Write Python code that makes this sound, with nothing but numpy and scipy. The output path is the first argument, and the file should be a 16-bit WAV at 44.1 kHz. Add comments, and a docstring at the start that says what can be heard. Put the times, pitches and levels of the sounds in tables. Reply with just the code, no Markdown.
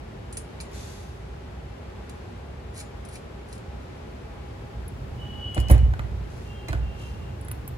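"""Handling a steel stand

Steel parts are handled on a carpeted shop floor, close to a phone standing low down. A sleeve clinks and
scrapes on its tube, something soft brushes the carpet, a small pin chinks and a dry joint squeaks.
The frame is set down: its tubes knock, its fittings chatter and the floor booms.
Ventilation rumbles throughout, and the room answers each sound briefly."""
import sys
import numpy as np
from scipy import signal
from scipy.fft import rfft, irfft
from scipy.io import wavfile

SR = 44100
rng = np.random.default_rng(int(sys.argv[2]) if len(sys.argv) > 2 else 0)


def pcm_store(signal):
    """Save signal as 16-bit PCM."""
    levels = np.round(np.clip(np.atleast_2d(signal), -1, 1) * 32767)
    wavfile.write(sys.argv[1], SR, levels.astype(np.int16).T)


N = 342657
T = np.arange(N) / SR
F = np.maximum(np.arange(N // 2 + 1) * SR / N, 1)

# The notes the sleeve rings at: pitch_hz, level_db, fade_s (time to fall by 60 dB)
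SLEEVE_NOTES = [(2350, -11, .025), (2700, -15, .025), (3970, -8, .035), (4250, -8, .03), (4560, -4, .025),
                (4970, -7.5, .04), (5430, -11, .03), (6350, -10, .03), (6950, -6.5, .15), (7600, -7, .05),
                (8540, -3, .035), (8900, -6, .03), (9330, -3, .035), (9705, -1, .06), (9860, -8, .05),
                (10430, -11, .06), (10700, -7, .035), (11460, -13, .03)]
# The tone of steel touching steel: pitch_hz, level_db
STEEL_TONE = [(400, -29), (1200, 1.5), (2500, 8.5), (3300, -0.5), (4300, 7), (6000, 7), (8000, 6.5),
              (9500, -1), (11000, 7.5), (12200, -13), (14000, -8), (15500, -28)]
# The frame lands, tubes first, then joints, then its full weight:
# start_s, knock_db, joint_delay_s, crack_db, chatter_db, weight_delay_s, thump_db
TOUCHDOWNS = [(5.564, -29.5, 0.014, -23, -41, 0.016, -20.5), (5.6975, -20.3, .002, -34, -42, .013, -11),
              (5.992, -43, 0.00151, -23.5, -62, 0.0033, -28),
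              (6.683, -34.5, 0.00094, -48, -41, 0.0179, -26),
              (6.728, -35.5, 0.0023, -25.5, -49, 0.0224, -30.5)]


def undb(db):
    """Turn decibels into a gain."""
    return 10 ** (np.asarray(db) / 20)


def unit(x):
    """Scale to an average (rms) level of one."""
    return x / np.sqrt(np.mean(x ** 2))


def shape(points):
    """Join (pitch_hz, level_db) points into a tone curve."""
    hz, db = np.transpose(points)
    return np.interp(np.log(F), np.log(hz), db)


def noise(db):
    """Noise of level one with the given tone curve."""
    return unit(irfft(rfft(rng.standard_normal(N)) * undb(db), N))


def wander(rate_hz):
    """A smooth random wobble, changing about rate_hz times a second."""
    return noise(-20 * np.log10(1 + (F / rate_hz) ** 4))


def add(track, start_s, sound):
    """Mix a sound into a track."""
    i = int(start_s * SR)
    track[i:i + len(sound)] += sound[:N - i]


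def fade(fade_s):
    """A one-second curve that falls by 60 dB every fade_s."""
    return np.exp(-np.log(1000) * T[:SR] / fade_s)


def burst(source, fade_s):
    """A random stretch of a noise, dying away."""
    i = rng.integers(N - SR)
    return source[i:i + SR] * fade(fade_s)


def ring(notes, tilt_db=0, scatter_db=0, scatter_rad=0):
    """A struck part rings; each hit can vary its notes' levels and phases. tilt_db brightens per octave."""
    out = 0
    for (hz, db, fade_s), (size, turn) in zip(notes, rng.standard_normal((len(notes), 2))):
        gain = undb(db + tilt_db * np.log2(hz / 9000) + scatter_db * size)
        out = out + gain * fade(fade_s) * np.sin(2 * np.pi * hz * T[:SR] + scatter_rad * turn)
    return out


def swells(strokes):
    """The strength of sliding strokes that gather speed and ease off."""
    return sum(undb(db) * np.interp(T, [start, peak, end], [0, 1, 0]) for start, peak, end, db in strokes)


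def bounces(start_s, db, gap_s, shrink, step_db, count):
    """A blow and its rebounds, each sooner and weaker than the last: start_s, level_db."""
    return [(start_s + gap_s * np.sum(shrink ** np.arange(k)), db + k * step_db) for k in range(count)]


def clinks(hits, notes, tick_fade_s):
    """Steel on steel: a short contact tick and the ring of the part."""
    out, contact = np.zeros(N), 2 * noise(shape(STEEL_TONE))
    for start_s, db, tilt_db, tick_db in hits:
        body = ring(notes, tilt_db, scatter_db=2, scatter_rad=2)
        add(out, start_s, undb(db) * (body + undb(tick_db) * burst(contact, tick_fade_s)))
    return out


def ventilation(split_hz=150, lag_samples=12):
    """A steady duct rumble, alike on both sides, under a wide rush of air that hardly wavers."""
    # The tone of the steady background hiss, with almost nothing above 12.5 kHz: pitch_hz, level_db
    background_tone = [(20, -37), (40, -10), (52, -3), (66, 3), (95, -1), (125, -3), (165, -8.5),
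                       (220, -10.5), (330, -20), (520, -18), (850, -21.5), (1300, -26), (2600, -32.5),
                       (5500, -42), (9500, -50), (12000, -50), (13000, -68), (15500, -63)]
    # Pitches the duct boosts: pitch_hz, width_hz, boost_db
    duct_peaks = [(57.1, 15.8, 7), (378.6, 121, 8), (670, 5.5, 4), (826, 13.7, 10.5)]
    # How wide the air sounds (side against middle): pitch_hz, side_db
    air_width = [(60, -27), (110, -55), (200, -10.5), (400, -1), (800, -1), (2400, 1), (8000, -2)]
    # How much louder the left is: pitch_hz, left_minus_right_db
    air_balance = [(60, -1), (110, 0), (200, -2.5), (380, 0.5), (700, 1.5), (1290, 2.5), (2380, 1),
                   (4400, 3), (8120, -2), (15000, 0)]
    peaks = sum(db / (1 + (2 * (F - hz) / width) ** 2) for hz, width, db in duct_peaks)
    middle, side = rfft(rng.standard_normal((2, N))) * undb(shape(background_tone) + peaks)
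    sign = np.array([[1], [-1]])
    air = middle + sign * side * undb(shape(air_width))
    air *= undb(sign * shape(air_balance) / 2) / np.std(irfft(middle, N))
    bass_share = 1 / (1 + (F / split_hz) ** 4)
    rumble = irfft(air * bass_share, N) * undb(-1.5)
    rush = irfft(air * (1 - bass_share), N) * undb(.8 + .4 * wander(.73))
    left, right = undb(-38) * (rumble + rush)
    return np.array([left, np.roll(right, lag_samples)])  # the duct lies to the left


def sleeve_clinks(rebound_s=.0024, rebound_db=-7.5):
    """The sleeve strikes its tube, then the far side straight afterwards."""
    # Hits of the sleeve: start_s, level_db, tilt_db_per_octave, tick_db
    hits = [(0.326, -41.5, 4, -10), (0.3704, -35.5, 3, -2), (0.3723, -39, 5, -6), (0.602, -46.5, -9, -5),
            (.608, -44, -4, 2), (2.095, -60, -8, 14), (3.05, -55, 10, 6), (3.087, -52, 8, 1),
            (3.156, -56, -13, 6), (3.487, -60.5, 4, 3), (3.5275, -50.5, -2, 4.5), (3.579, -62, -4, 8)]
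    double_hits = [(start_s + delay_s, db + change_db, tilt_db, tick_db)
                   for start_s, db, tilt_db, tick_db in hits
                   for delay_s, change_db in ((0, 0), (rebound_s, rebound_db))]
    return clinks(double_hits, SLEEVE_NOTES, tick_fade_s=.015)


def carpet_swishes(grain_db=4):
    """Something soft brushes the carpet, and countless fibres flick past one another."""
    # Brush strokes: start_s, loudest_s, end_s, level_db
    strokes = [(.69, .75, 1.075, -54), (6.26, 6.33, 6.56, -65), (6.92, 7.04, 7.1, -61)]
    # The tone of the swish: pitch_hz, level_db
    swish_tone = [(200, -33), (1000, -12), (2000, 3.5), (3500, 4), (6500, 3.5), (9300, -4), (11300, 0.5),
                  (12500, -13), (15000, -28)]
    return swells(strokes) * undb(grain_db * wander(97)) * noise(shape(swish_tone))


def sleeve_scrapes(catches_per_s=1800, grit_db=-1, grit_fade_s=.004):
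    """Tiny gritty catches keep the sliding sleeve faintly ringing."""
    # Slides along the tube: start_s, loudest_s, end_s, level_db
    slides = [(2.73, 2.8, 2.825, -42.5), (3.08, 3.155, 3.18, -49), (3.46, 3.55, 3.58, -58)]
    caught = rng.random(N) < catches_per_s / SR
    catches = unit(caught * rng.standard_normal(N)) * swells(slides)
    body = ring(SLEEVE_NOTES, tilt_db=-2, scatter_rad=1.8)
    ringing = signal.fftconvolve(catches, body / np.linalg.norm(body))[:N]
    catch_fade = fade(grit_fade_s)
    power = np.abs(signal.fftconvolve(catches ** 2, catch_fade / catch_fade.sum())[:N])
    grit = np.sqrt(power) * noise(shape(STEEL_TONE))
    return (ringing + undb(grit_db) * grit) / np.hypot(1, undb(grit_db))


def floor_rumble():
    """The floor rumbles softly while the frame is moved over it."""
    # Moves of the frame: start_s, loudest_s, end_s, level_db
    moves = [(4.1, 5.15, 10.9, -36.5), (7.1, 7.42, 9, -44)]
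    # The tone of the rumble: pitch_hz, level_db
    rumble_tone = [(25, -30), (45, -0.5), (60, 7.5), (90, 4), (130, 2.5), (180, -10.5), (400, -19),
                   (1500, -50)]
    return swells(moves) * noise(shape(rumble_tone))


def pin_chinks(tick_fade_s=.0021):
    """The locking pin is tapped at different points; a note is weak if hit where it barely moves."""
    # The notes of the pin: pitch_hz, level_db, fade_s, half_waves_along_pin
    pin_notes = [(7850, -11, .045, 1), (9400, -27, .25, 1), (10350, -4, .032, 2), (10490, -3, .032, 2),
                 (10950, -4, .03, 3), (11300, -9, .02, 3), (12260, 0, .024, 4), (14030, -1, .022, 5)]
    # Taps on the pin: start_s, level_db, tilt_db_per_octave, tick_db, point_as_share_of_length
    taps = [(4.8804, -41.5, -8, -14, .21), (7.4112, -45, -14, -9, .21), (7.4486, -46, -18, -7, .21),
            (7.4835, -37.5, -10, -14, .21), (7.5144, -33, 8, -7, .3), (7.6775, -33, -7, -10, .49),
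            (7.6875, -46, -4, -6, .49)]
    out, contact = np.zeros(N), 2 * noise(shape(STEEL_TONE))
    for start_s, db, tilt_db, tick_db, point in taps:
        notes = [(hz, note_db + 20 * np.log10(abs(np.sin(np.pi * half_waves * point))), fade_s)
                 for hz, note_db, fade_s, half_waves in pin_notes]
        body = ring(notes, tilt_db, scatter_db=4.5, scatter_rad=2)
        add(out, start_s, undb(db) * (body + undb(tick_db) * burst(contact, tick_fade_s)))
    return out


def joint_squeaks(waver=.0028, flutter_db=1.5, rasp_rad=.22, edge_s=.025, twin_hz=58, twin_db=-4):
    """A dry joint sticks and slips on two notes that swell with the pressure; uneven slips add rasp."""
    # One curve for each turn of the joint: time_s, low_hz, low_db, high_hz, high_db
    turns = [
        [(5.16, 2945, -63, 3315, -75), (5.22, 2940, -42.5, 3310, -66), (5.28, 2925, -48.5, 3300, -61),
         (5.4, 2930, -45.5, 3300, -58), (5.45, 2925, -36, 3297, -56), (5.5, 2922, -42, 3295, -57),
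         (5.59, 2917, -40, 3285, -53), (5.63, 2930, -47, 3275, -58), (5.7, 2945, -38.5, 3270, -66),
         (5.76, 2945, -58, 3270, -75), (5.8, 2940, -46, 3270, -72), (5.85, 2940, -66, 3270, -78)],
        [(6.43, 2745, -66, 3195, -75), (6.5, 2742, -50, 3195, -64), (6.575, 2750, -58, 3192, -48),
         (6.65, 2748, -54, 3188, -58), (6.79, 2730, -66, 3170, -66), (6.83, 2730, -53, 3145, -66),
         (6.94, 2732, -55.5, 3135, -61), (7.05, 2732, -49.5, 3135, -52), (7.13, 2735, -57, 3135, -64),
         (7.3, 2740, -58, 3135, -65), (7.38, 2740, -72, 3135, -78)],
    ]
    out = np.zeros(N)
    for curve in turns:
        times, *columns = np.transpose(curve)
        low_hz, low_db, high_hz, high_db = (np.interp(T, times, column) for column in columns)
        gate = np.clip(np.minimum(T - times[0], times[-1] - T) / edge_s, 0, 1)
        # The low note beats against a twin just above it.
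        for hz, db in (low_hz, low_db), (low_hz + twin_hz, low_db + twin_db), (high_hz, high_db):
            pitch_hz = hz * (1 + waver * wander(37.5))
            phase = 2 * np.pi * np.cumsum(pitch_hz) / SR + rasp_rad * wander(170)
            out += gate * undb(db + flutter_db * wander(36)) * np.sin(phase)
    return out


def joint_clinks(chatter_tilt_db=-11, chatter_tick_db=-2.5):
    """Joints hit their stops, and every landing sets the loose fittings chattering."""
    # The notes of the joints: pitch_hz, level_db, fade_s
    joint_notes = [(2040, -20, .03), (2450, -15, .03), (4080, -15, .06), (4330, -16, .05),
                   (5000, -22, .035), (7430, -20, .11), (7590, -20, .08), (9250, -3, .008),
                   (9800, -2, .008), (10430, -5, .03), (10950, -7, .022), (11650, -11, .012),
                   (13900, -17, .015), (14800, -21, .012)]
    # Hits against a stop: start_s, level_db, tilt_db_per_octave, tick_db
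    stop_hits = [(5.5464, -34.5, 1, -2), (5.591, -45, 6, -2), (5.6018, -36, 0, 0), (5.611, -49, -4, 1),
                 (5.685, -42, -9, 2), (5.6985, -33, 21, -5), (5.7112, -22, 18, -18),
                 (5.7131, -27.5, 11, -13), (5.73, -50, 0, -4), (5.78, -46, -10, -2),
                 (6.6868, -43.5, -12, 5), (6.697, -48, -12, -4), (6.709, -51, -11, -6)]
    hits = list(stop_hits)
    for start_s, _, delay_s, _, chatter_db, _, _ in TOUCHDOWNS:
        chatter = bounces(start_s + delay_s, chatter_db, gap_s=.021, shrink=.87, step_db=-18, count=4)
        hits += [(at_s, db, chatter_tilt_db, chatter_tick_db) for at_s, db in chatter]
    return clinks(hits, joint_notes, tick_fade_s=.005)


def tube_knocks(press_s=.006, far_end_s=.04, far_end_db=-12):
    """The hollow tubes land on the carpet, one end after the other, with a dull rattle of fittings."""
    # The notes of the tubes, damped by the carpet: pitch_hz, level_db, fade_s
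    tube_notes = [(170, -7, .12), (212, -2, .16), (285, 2, .12), (335, -1, .1), (385, 0, .06),
                  (485, 2, .04), (620, 7, .03), (790, -5, .04), (900, -8, .05), (1050, -11, .07)]
    # The tone of the loose fittings: pitch_hz, level_db
    rattle_tone = [(30, -33), (100, -25), (230, 3), (450, 2.5), (700, 5), (1050, -5), (1350, -12),
                   (2000, -7), (4000, -21.5), (9000, -27), (15000, -47)]
    out, rattle = np.zeros(N), noise(shape(rattle_tone))
    press = np.minimum(T[:SR] / press_s, 1)  # the carpet gives way, so a knock builds up gently
    for start_s, knock_db, *_ in TOUCHDOWNS:
        for at_s, db in (start_s, knock_db), (start_s + far_end_s, knock_db + far_end_db):
            tubes = undb(-1) * ring(tube_notes, scatter_db=1, scatter_rad=1.94)
            add(out, at_s, undb(db) * press * (tubes + burst(rattle, fade_s=.14)))
    return out


def floor_booms(contact_s=.005, lowest_hz=42):
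    """The frame bends and rocks; the carpet passes each push to the floor, which booms. Below about 42 Hz the
    boom falls away."""
    # The note of the bending frame: pitch_hz, level_db, fade_s
    bend_notes = [(102.7, -6.5, 0.41)]
    # The notes of the floor: pitch_hz, level_db, fade_s
    floor_notes = [(62, -22, 0.19), (63, 3.5, 1), (71.5, 1, 0.3), (85, -4.5, 0.17), (98.9, -6.5, 1),
                   (116, -6.5, 0.089), (123.4, -6.5, 0.9), (142.8, -16, 0.41)]
    floor, frame = np.zeros(N), np.zeros(N)
    for start_s, *_, delay_s, thump_db in TOUCHDOWNS:
        for at_s, db in bounces(start_s + delay_s, thump_db, gap_s=.117, shrink=.45, step_db=-5, count=3):
            add(frame, at_s - contact_s, undb(db) * ring(bend_notes))
            add(floor, at_s, -undb(db) * ring(floor_notes))
    soft_push = np.hanning(int(contact_s * SR))
    floor = signal.fftconvolve(floor, soft_push / soft_push.sum())[:N]
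    bass_cut = signal.butter(4, lowest_hz, "high", fs=SR, output="sos")
    return frame + signal.sosfilt(bass_cut, floor)


def dry_clicks(fade_s=.022, landing_tilt_db=-4):
    """Loose joints snap over without ringing at each landing; extra clicks sharpen some of the hits."""
    # Extra dry clicks around the landings and on the two sharp pin taps:
    # start_s, level_db, tilt_db_per_octave
    extra_clicks = [(5.9376, -31, -3), (6.691, -33, -4), (6.7215, -38, -1), (6.75, -36, -6),
                    (7.484, -38, 2), (7.5145, -33.5, 3)]
    # The tone of a click: pitch_hz, level_db
    click_tone = [(30, -64), (400, 0), (900, 12), (1600, 14), (3000, -1.5), (5000, -9), (7000, -15),
                  (11000, -8), (15000, -35)]
    out = np.zeros(N)
    cracks = [(start_s + delay_s, db, landing_tilt_db) for start_s, _, delay_s, db, *_ in TOUCHDOWNS]
    for start_s, db, tilt_db in cracks + list(extra_clicks):
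        click = noise(shape(click_tone) + tilt_db * np.log2(F))
        add(out, start_s, undb(db) * burst(click, fade_s))
    return out


def place(x, left_db, room_db, fade_s, lag_samples=12):
    """Sound reaches the right side first; the floor and near shelves scatter it, then the room fades."""
    direct = np.array([np.roll(x, lag_samples) * undb(left_db / 2), x * undb(-left_db / 2)])
    echo = rng.standard_normal((2, SR)) * (fade(fade_s) + 2.7 * fade(.018)) * (T[:SR] > .002)
    echo /= np.sqrt(np.sum(echo ** 2, axis=1, keepdims=True))
    return direct + undb(room_db) * signal.fftconvolve(x[None], echo, axes=1)[:, :N]


def scene():
    """The ventilation and all the handling, each part with its own share of room echo."""
    return (ventilation()
            + place(sleeve_clinks() + sleeve_scrapes(), left_db=1.5, room_db=-2, fade_s=.19, lag_samples=8)
            + undb(-.5) * place(carpet_swishes(), left_db=5, room_db=7.5, fade_s=.91)
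            + place(floor_rumble(), left_db=-2, room_db=-18.5, fade_s=.86)
            + place(pin_chinks(), left_db=-1, room_db=-14, fade_s=.35, lag_samples=4)
            + undb(-1.5) * place(joint_squeaks(), left_db=0, room_db=-3, fade_s=.4)
            + place(joint_clinks(), left_db=-3, room_db=-5, fade_s=.13, lag_samples=6)
            + place(tube_knocks(), left_db=-.5, room_db=-4, fade_s=.5)
            + place(floor_booms(), left_db=-3, room_db=-13, fade_s=.9, lag_samples=29)
            + place(dry_clicks(), left_db=-3, room_db=-7, fade_s=.35))


def record(dry):
    """The phone cuts the highest treble, above 15800 Hz."""
    return signal.sosfilt(signal.ellip(8, .2, 70, 15800, fs=SR, output="sos"), dry)


dry = scene()
out = record(dry)
pcm_store(out)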